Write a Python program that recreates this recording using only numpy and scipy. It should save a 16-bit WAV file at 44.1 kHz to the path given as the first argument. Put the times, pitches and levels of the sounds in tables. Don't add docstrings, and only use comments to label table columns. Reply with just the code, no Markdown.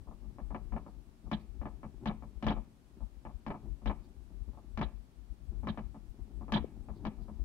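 import sys
import numpy as np
from scipy import signal
from scipy.fft import rfft, irfft
from scipy.io import wavfile
from scipy.ndimage import uniform_filter1d

SR = 44100
rng = np.random.default_rng(int(sys.argv[2]) if len(sys.argv) > 2 else 0)


def unload_audio(sound):
    columns = np.transpose(np.atleast_2d(sound))
    steps = np.round(np.clip(columns, -1, 1) * 32767)
    wavfile.write(sys.argv[1], SR, steps.astype(np.int16))


N = 328104
RING_COUNT = 2 ** 14

# time [s], relative level [dB].
ACTIVITY = [(0.0, -59), (0.72, -59.5), (0.97, -61.5), (1.2, -64.5), (1.74, -59), (2.59, -64), (2.76, -64),
            (3.04, -65.5), (3.71, -60.5), (4.29, -63), (4.76, -61.5), (5.1, -65.5), (5.53, -61),
            (5.72, -57.5), (5.99, -62), (6.28, -64), (6.53, -54.5), (7.44, -56.5)]
# centre [s], relative level [dB], half length to 1/e [s].
BUMPS = [(0.012, -34.5, 0.014), (0.146, -36, 0.011), (0.29, -40, 0.028), (0.48, -34.5, 0.048),
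         (0.737, -36.5, 0.031), (1.275, -38, 0.023), (1.54, -40.5, 0.035), (1.61, -34.5, .014),
         (1.751, -39, 0.015), (1.989, -43, 0.022), (2.37, -38.5, .018), (2.479, -35.5, 0.04),
         (2.579, -35, 0.029), (3.041, -36.5, 0.023), (3.36, -39.5, 0.021), (3.71, -36, 0.039),
         (3.895, -30.5, 0.038), (4.414, -36.5, 0.019), (4.489, -39, .018), (4.756, -35.5, 0.015),
         (4.858, -33, 0.021), (4.948, -39, 0.029), (5.314, -36, .016), (5.5, -34, 0.016),
         (5.629, -34, 0.072), (5.86, -41.5, 0.033), (6.103, -38, .014), (6.211, -40.5, 0.029),
         (6.35, -42, 0.067), (6.66, -39.5, 0.023), (6.829, -38, 0.016), (7.189, -37, 0.017),
         (7.413, -31.5, 0.028)]
# start [s], relative strike level [dB], relative thump level [dB],
# extra treble tilt [dB], list of relative strike levels of the rebounds [dB].
KNOCKS = [(0.07, -51, -59, -9, [-49.5]), (0.243, -60.5, -54.5, 0, []), (0.384, -43, -50, -1.5, []),
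          (0.505, -42.5, -45, -2.5, [-34]), (0.722, -41.5, -41.5, -0.5, [-36]),
          (0.863, -44.5, -56.5, -5.5, []), (1.263, -54, -52.5, -9, []), (1.314, -31, -31.5, -1, []),
          (1.614, -41.5, -45, -1, [-35.5]), (1.831, -41, -45.5, -1, []), (2.057, -32.5, -31, 0, [-34.5]),
          (2.223, -46, -51, -0.5, []), (2.425, -36.5, -33.5, 2, []), (2.466, -27, -29.5, -3.5, [-29]),
          (2.565, -41, -51, -7.5, []), (3.005, -49.5, -52, -10, []), (3.251, -41, -49.5, -0.5, [-48.5]),
          (3.464, -36, -38.5, 0.5, [-32.5, -40.5]), (3.818, -55, -53, -7, []),
          (3.858, -33.5, -36.5, 0, [-31.5]), (4.532, -56.5, -68, -9, [-49.5]), (4.774, -35, -33, 1, [-28]),
          (5.632, -45, -41.5, -2, []), (5.671, -32.5, -34.5, -1, []), (5.774, -37.5, -43.5, 0, []),
          (5.944, -48, -50, -1, []), (6.41, -46, -48.5, -4, []), (6.481, -43, -55, -2.5, []),
          (6.521, -28.5, -26.5, -1, [-28]), (6.885, -43.5, -47.5, -4, []), (7.051, -33.5, -36.5, -0.5, []),
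          (7.185, -58, -53, 4, []), (7.282, -47, -47.5, -4, [])]
# mode frequency [Hz], relative left and right levels [dB].
THUMP_MODES = [(129, -15.5, -14.5), (158, -7, -8.5), (184.5, -9.5, -12.5), (213.94, 3, -1)]


def from_db(db):
    return 10 ** (np.asarray(db) / 20)


def rms_one(x):
    return x / np.sqrt(np.mean(x ** 2) + 1e-20)


def sides(left_db, right_db):
    return from_db([[left_db], [right_db]])


def add(out, start_s, sound):
    start = max(round(start_s * SR), 0)
    out[:, start:start + sound.shape[-1]] += sound[:, :out.shape[-1] - start]


def step(t, at_s, width_s):
    return .5 + .5 * np.tanh((t - at_s) / width_s)


def level(curve):
    return from_db(np.interp(np.arange(N) / SR, *np.transpose(curve)))


def swells(rows):
    t = np.arange(N) / SR
    total = 0
    for centre_s, level_db, half_length_s in rows:
        exponent = np.minimum(((t - centre_s) / half_length_s) ** 2, 50)
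        total = total + from_db(level_db) * np.exp(-exponent)
    return total


def gains(spectrum, size):
    hz, db = np.transpose(spectrum)
    bin_hz = np.maximum(np.fft.rfftfreq(size, 1 / SR), 1)
    return from_db(np.interp(np.log(bin_hz), np.log(hz), db))


def causal(x, gain):
    size = x.shape[-1]
    cepstrum = irfft(np.log(gain), size)
    cepstrum[1:size // 2] *= 2
    cepstrum[size // 2 + 1:] = 0
    return irfft(rfft(x) * np.exp(rfft(cepstrum)), size)


def colour(x, spectrum):
    return causal(x, rms_one(gains(spectrum, x.shape[-1])))


def noise(spectrum, size):
    return colour(rng.standard_normal(size), spectrum)


def white_pair(alike, size):
    alike = np.clip(alike, 0, 1)
    shared = np.sqrt(alike) * rng.standard_normal(size)
    return shared + np.sqrt(1 - alike) * rng.standard_normal((2, size))


def modes(table, t):
    hz, *level_db = np.transpose(table)
    return from_db(level_db) @ np.sin(2 * np.pi * hz[:, None] * t)


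def hiss(flicker_hz=6.6, flicker_start_s=0.02, wander_rad=1.0):
    # frequency [Hz], relative density [dB per Hz].
    hiss_spectrum, flicker_spectrum = [(20, 24.5), (90, 22), (380, 11.5), (480, 13.5), (1200, 6.5),
                                       (2000, 2), (4800, -1.5), (7000, -4.5), (11000, -6.5), (15500, -12)], [(6800, -47), (7700, 6.5), (8300, 3.5), (9300, -16),
                                                     (10700, 5), (11800, -25), (15000, -19.5)]
    t = np.arange(N) / SR
    late, strength = [np.interp(t * flicker_hz, np.arange(64), row) for row in rng.standard_normal((2, 64))]
    phase = 2 * np.pi * flicker_hz * (t - flicker_start_s) + wander_rad * late
    pulses = (.5 + .5 * np.cos(phase)) ** 2
    steady = sides(-67.5, -68.5) * colour(white_pair(alike=0.02, size=N), hiss_spectrum)
    flicker = noise(flicker_spectrum, N) * pulses * from_db(2 * strength)
    return steady + sides(-86.5, -95.5) * flicker


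def lumps(per_s):
    count = 256
    points = rng.uniform(-np.sqrt(3), np.sqrt(3), count)
    return np.interp(np.arange(N) / SR * per_s, np.arange(count), points)


def shaken(t60_s, rise_s=.005):
    out, t = np.zeros((1, N)), np.arange(RING_COUNT) / SR
    shape = (1 - np.exp(-t / rise_s)) * from_db(-60 * t / t60_s)
    for start_s, _, thump_db, _, _ in KNOCKS:
        add(out, start_s, from_db(thump_db) * shape[None])
    return out[0]


def rumble(bed_db=-54.5, activity_exponent=0.89, lumpy_db=6, lumps_per_s=22, bump_noise_db=-8):
    # frequency [Hz], relative density [dB per Hz].
    rumble_spectrum = [(10, -37.5), (25, -18), (40, 2), (50, 6.5), (62, 1), (80, -11), (110, -14),
                       (160, -21.5), (300, -70.5)]
    low = noise(rumble_spectrum, N)
    even = low / np.sqrt(uniform_filter1d(low ** 2, size=SR // 12) + 1e-6)
    activity = rms_one(level(ACTIVITY)) ** activity_exponent
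    bed = from_db(bed_db + lumpy_db * lumps(lumps_per_s)) * activity
    sway = from_db(-11.5) * shaken(t60_s=0.35) + from_db(bump_noise_db) * swells(BUMPS)
    return sides(6.1, -29.0) * (np.hypot(bed, sway) * even + bumps())


def bumps(bump_db=-3, centre_hz=48.8, spread_hz=8):
    t = np.arange(N) / SR
    chance = rng.uniform(-1, 1, (len(BUMPS), 2))
    total = 0
    for bump, (detune, turn) in zip(BUMPS, chance):
        hz = centre_hz + spread_hz * detune
        total = total + swells([bump]) * np.sin(2 * np.pi * hz * (t - bump[0]) + np.pi * turn)
    return from_db(bump_db) * total


def feet(steps_per_s=45, step_db=26, rubbing_db=-2, roll_db=-14.5):
    # frequency [Hz], relative density [dB per Hz].
    patter_spectrum = [(60, -17.5), (95, 3), (150, -2.5), (215, 2), (300, -3.5), (390, -6), (460, -19.5),
                       (820, -20), (1400, -36.5), (3000, -59.5)]
    # centre [s], relative level [dB], half length to 1/e [s].
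    scuff_rows = [(1.26, -54.5, 0.025), (2.037, -46, 0.021), (2.979, -58.5, 0.016), (3.662, -50.5, 0.04),
                  (4.084, -61, 0.038), (4.33, -65, 0.038), (4.493, -59.5, 0.012), (5.55, -54, 0.033),
                  (6.194, -57.5, 0.032), (6.34, -59, 0.063), (7.051, -49, 0.045)]
    effort = level(ACTIVITY) + swells(scuff_rows) + from_db(roll_db) * shaken(t60_s=0.35)
    steps = (rng.random(N) < steps_per_s / SR) * rng.uniform(-1.45, 1.3, N)
    force = from_db(step_db) * steps + from_db(rubbing_db) * white_pair(alike=0.95, size=N)
    return sides(2.22, -3.05) * effort * colour(force, patter_spectrum)


def held(t, hold_s, fade_s, hold_t60_s, tail_db, tail_t60_s):
    pressed = (1 - step(t, hold_s, fade_s)) * from_db(-60 * t / hold_t60_s)
    return pressed + from_db(tail_db - 60 * t / tail_t60_s)


def contacts(t, click_db=12.5, grit_db=-3, grit_t60_s=0.044):
    # time after the knock [s], relative left and right levels [dB].
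    bounce_rows = [(0.001, 1.5, -13.5), (0.0038, -2.5, -24), (0.012, -17.5, -14), (0.017, 0.5, -11),
                   (0.0238, -21.5, -23.5)]
    # frequency [Hz], relative density [dB per Hz].
    tick_spectrum = [(200, 0.5), (500, -2.5), (900, 15), (1300, 6.5), (1550, -3), (2300, 2), (3300, -3),
                     (5000, -9), (6700, -19.5), (8000, -53), (14000, -56)]
    force = np.zeros((2, RING_COUNT))
    brief = t[:SR // 25]
    grit_decay = from_db(grit_db - 60 * brief / grit_t60_s)
    click = from_db(click_db) * (brief == 0)
    for after_s, left_db, right_db in bounce_rows:
        grit = white_pair(alike=0.74, size=len(brief)) * grit_decay
        add(force, after_s, sides(left_db, right_db) * (grit - click))
    return colour(force, tick_spectrum)


def wheel_ring(t, start_s=0.000927):
    # mode frequency [Hz], relative left and right levels [dB].
    wheel_modes = [(289, 1.5, 5), (344.5, -4, 0.5), (408, -12.5, -6.5), (475, -14, -18.5),
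                   (530, -21.5, -15.5), (587, -1.5, 0), (642, -3.5, -5), (729.5, 1, 0), (815, -11, -10),
                   (869, -0.5, -0.5), (953.5, -7, -22), (1024, -12, -5), (1063, -6, -5), (1132, -13.5, -9),
                   (1180, -4, -14.5), (1271, -6, -12.5), (1618, -22.5, -2.5), (1686, -9.5, -37),
                   (1727, -2, -27), (1984, -10, -34), (2275, -4, -16), (2960, -12, -11)]
    since_s = np.maximum(t - start_s, 0)
    shape = held(t, hold_s=0.023, fade_s=0.0014, hold_t60_s=0.45, tail_db=-10.5, tail_t60_s=0.29)
    return -sides(-15.5, -18.5) * modes(wheel_modes, since_s) * shape


def wheel_response(t, ring):
    # frequency [Hz], relative density [dB per Hz].
    shudder_spectrum, aftersound_spectrum = [(120, 8), (250, 4), (450, 0.5), (900, 1), (1300, -6),
                                             (1480, -16.5), (1750, -14), (2600, -16), (3100, -20),
                                             (3800, -26.5), (5000, -36), (8000, -64)], [(400, -4), (750, -7), (1250, 2),
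                                                              (1500, -14.5), (2400, 1), (4500, -37)]
    shape = held(t, hold_s=0.037, fade_s=0.0028, hold_t60_s=0.36, tail_db=-2.5, tail_t60_s=0.27)
    shaking = step(t, 0.0015, 0.0023) * shape
    shudder = colour(shaking * white_pair(alike=0.76, size=RING_COUNT), shudder_spectrum)
    lingering = step(t, 0.022, 0.018) * from_db(-31.0 - 60 * t / 0.43)
    aftersound = colour(lingering * white_pair(alike=0.59, size=RING_COUNT), aftersound_spectrum)
    return ring + sides(-11.5, -12.0) * shudder + aftersound + from_db(-6.5) * contacts(t)


def strike(t, ring, peak_db, treble_db, treble_per_db=0.5, full_treble_db=-33):
    # frequency [Hz], gain per dB of treble tilt [dB per dB].
    softness = [(1250, 0), (1550, 0.94), (2600, 1.5), (3300, 3), (7000, 5)]
    tilt_db = treble_per_db * (peak_db - full_treble_db) + treble_db
    tilt_gain = gains(softness, RING_COUNT) ** tilt_db
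    return from_db(peak_db + 1.0) * causal(wheel_response(t, ring), tilt_gain)


def thump_response(t):
    gate = step(t, 0.0047, 0.00067) * (1 - step(t, 0.047, 0.0055))
    swell = gate * from_db(t * 93)
    return modes(THUMP_MODES, t) * (swell + from_db(-5.0 - 60 * t / 0.42))


def rebounds(hard_db=-34, soft_db=-41, hard_delay_s=0.0385, soft_delay_s=0.041):
    for start_s, peak_db, _, _, later in KNOCKS:
        for next_db in later:
            start_s = start_s + np.interp(peak_db, [soft_db, hard_db], [soft_delay_s, hard_delay_s])
            peak_db = next_db
            yield start_s, peak_db


def knocks(rebound_treble_db=-4, rebound_thump_db=-2.5, rebound_thump_t60_s=0.21):
    # time after the rebound [s], gain [dB].
    rebound_damping = [(0, 0.5), (0.006, 1.5), (0.025, -3), (0.06, -1.5)]
    out, t = np.zeros((2, N)), np.arange(RING_COUNT) / SR
    ring, thump = wheel_ring(t), thump_response(t)
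    for start_s, peak_db, thump_db, treble_db, _ in KNOCKS:
        add(out, start_s, strike(t, ring, peak_db, treble_db) + from_db(thump_db - 6) * thump)
    damping = from_db(np.interp(t, *np.transpose(rebound_damping)))
    short_thump = modes(THUMP_MODES, t) * from_db(rebound_thump_db - 60 * t / rebound_thump_t60_s)
    for start_s, peak_db in rebounds():
        blow = damping * strike(t, ring, peak_db, rebound_treble_db)
        add(out, start_s, blow + from_db(peak_db - 5.5) * short_thump)
    return out


def rustles(half_length_s=0.02):
    # centre [s], level [dB].
    rustle_rows = [(0.899, -81), (1.41, -76), (4.05, -79), (6.97, -75.5), (7.23, -76.5)]
    # frequency [Hz], relative density [dB per Hz].
    rustle_spectrum = [(2500, -24), (3800, -1), (4700, 2), (5600, -16), (8000, -17)]
    t = np.arange(N) / SR
    swell = sum(from_db(db) * np.exp(-((t - s) / half_length_s) ** 2) for s, db in rustle_rows)
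    return swell * colour(white_pair(alike=.4, size=N), rustle_spectrum)


def buzzes(chatter_hz=140, depth=0.13):
    # start [s], relative level [dB].
    buzz_rows = [(1.315, -44), (2.057, -47.5), (2.425, -57), (2.468, -42), (2.502, -54.5), (3.857, -51),
                 (4.813, -48), (5.672, -47), (6.523, -36.5), (6.549, -41.5), (7.051, -58.5)]
    # frequency [Hz], relative density [dB per Hz].
    buzz_spectrum = [(1100, -27.5), (1700, 9), (2100, -11), (2700, -5.5), (3100, 7), (3900, 4), (4300, -10),
                     (4750, -12), (5300, -50)]
    out, t = np.zeros((2, N)), np.arange(RING_COUNT) / SR
    fall = 1 - step(t, 0.033, 0.006) + from_db(-7.5 - 60 * t / 0.22)
    shape = step(t, 0.014, 0.003) * fall
    chatter = 1 + depth * np.cos(2 * np.pi * chatter_hz * (t - .016))
    for start_s, level_db in buzz_rows:
        grit = colour(shape * chatter * white_pair(alike=0.5, size=RING_COUNT), buzz_spectrum)
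        add(out, start_s, from_db(level_db) * sides(-31, 0) * grit)
    return out


def plops(half_length_s=0.0018):
    # centre [s], pitch [Hz], relative level [dB].
    plop_rows = [(6.6452, 398, -27)]
    t = np.arange(N) / SR
    total = 0
    for centre_s, hz, level_db in plop_rows:
        shape = from_db(level_db) * np.exp(-((t - centre_s) / half_length_s) ** 2)
        total = total + shape * np.cos(2 * np.pi * hz * (t - centre_s))
    return sides(3.0, -21) * total


def scene():
    wheel = knocks()
    wheel[1] = np.roll(wheel[1], 4)
    return hiss() + rumble() + feet() + wheel + rustles() + buzzes() + plops()


def record(dry, cutoff_hz=15700):
    return signal.sosfilt(signal.ellip(12, .1, 80, cutoff_hz, fs=SR, output="sos"), dry)


dry = scene()
out = record(dry)
unload_audio(out)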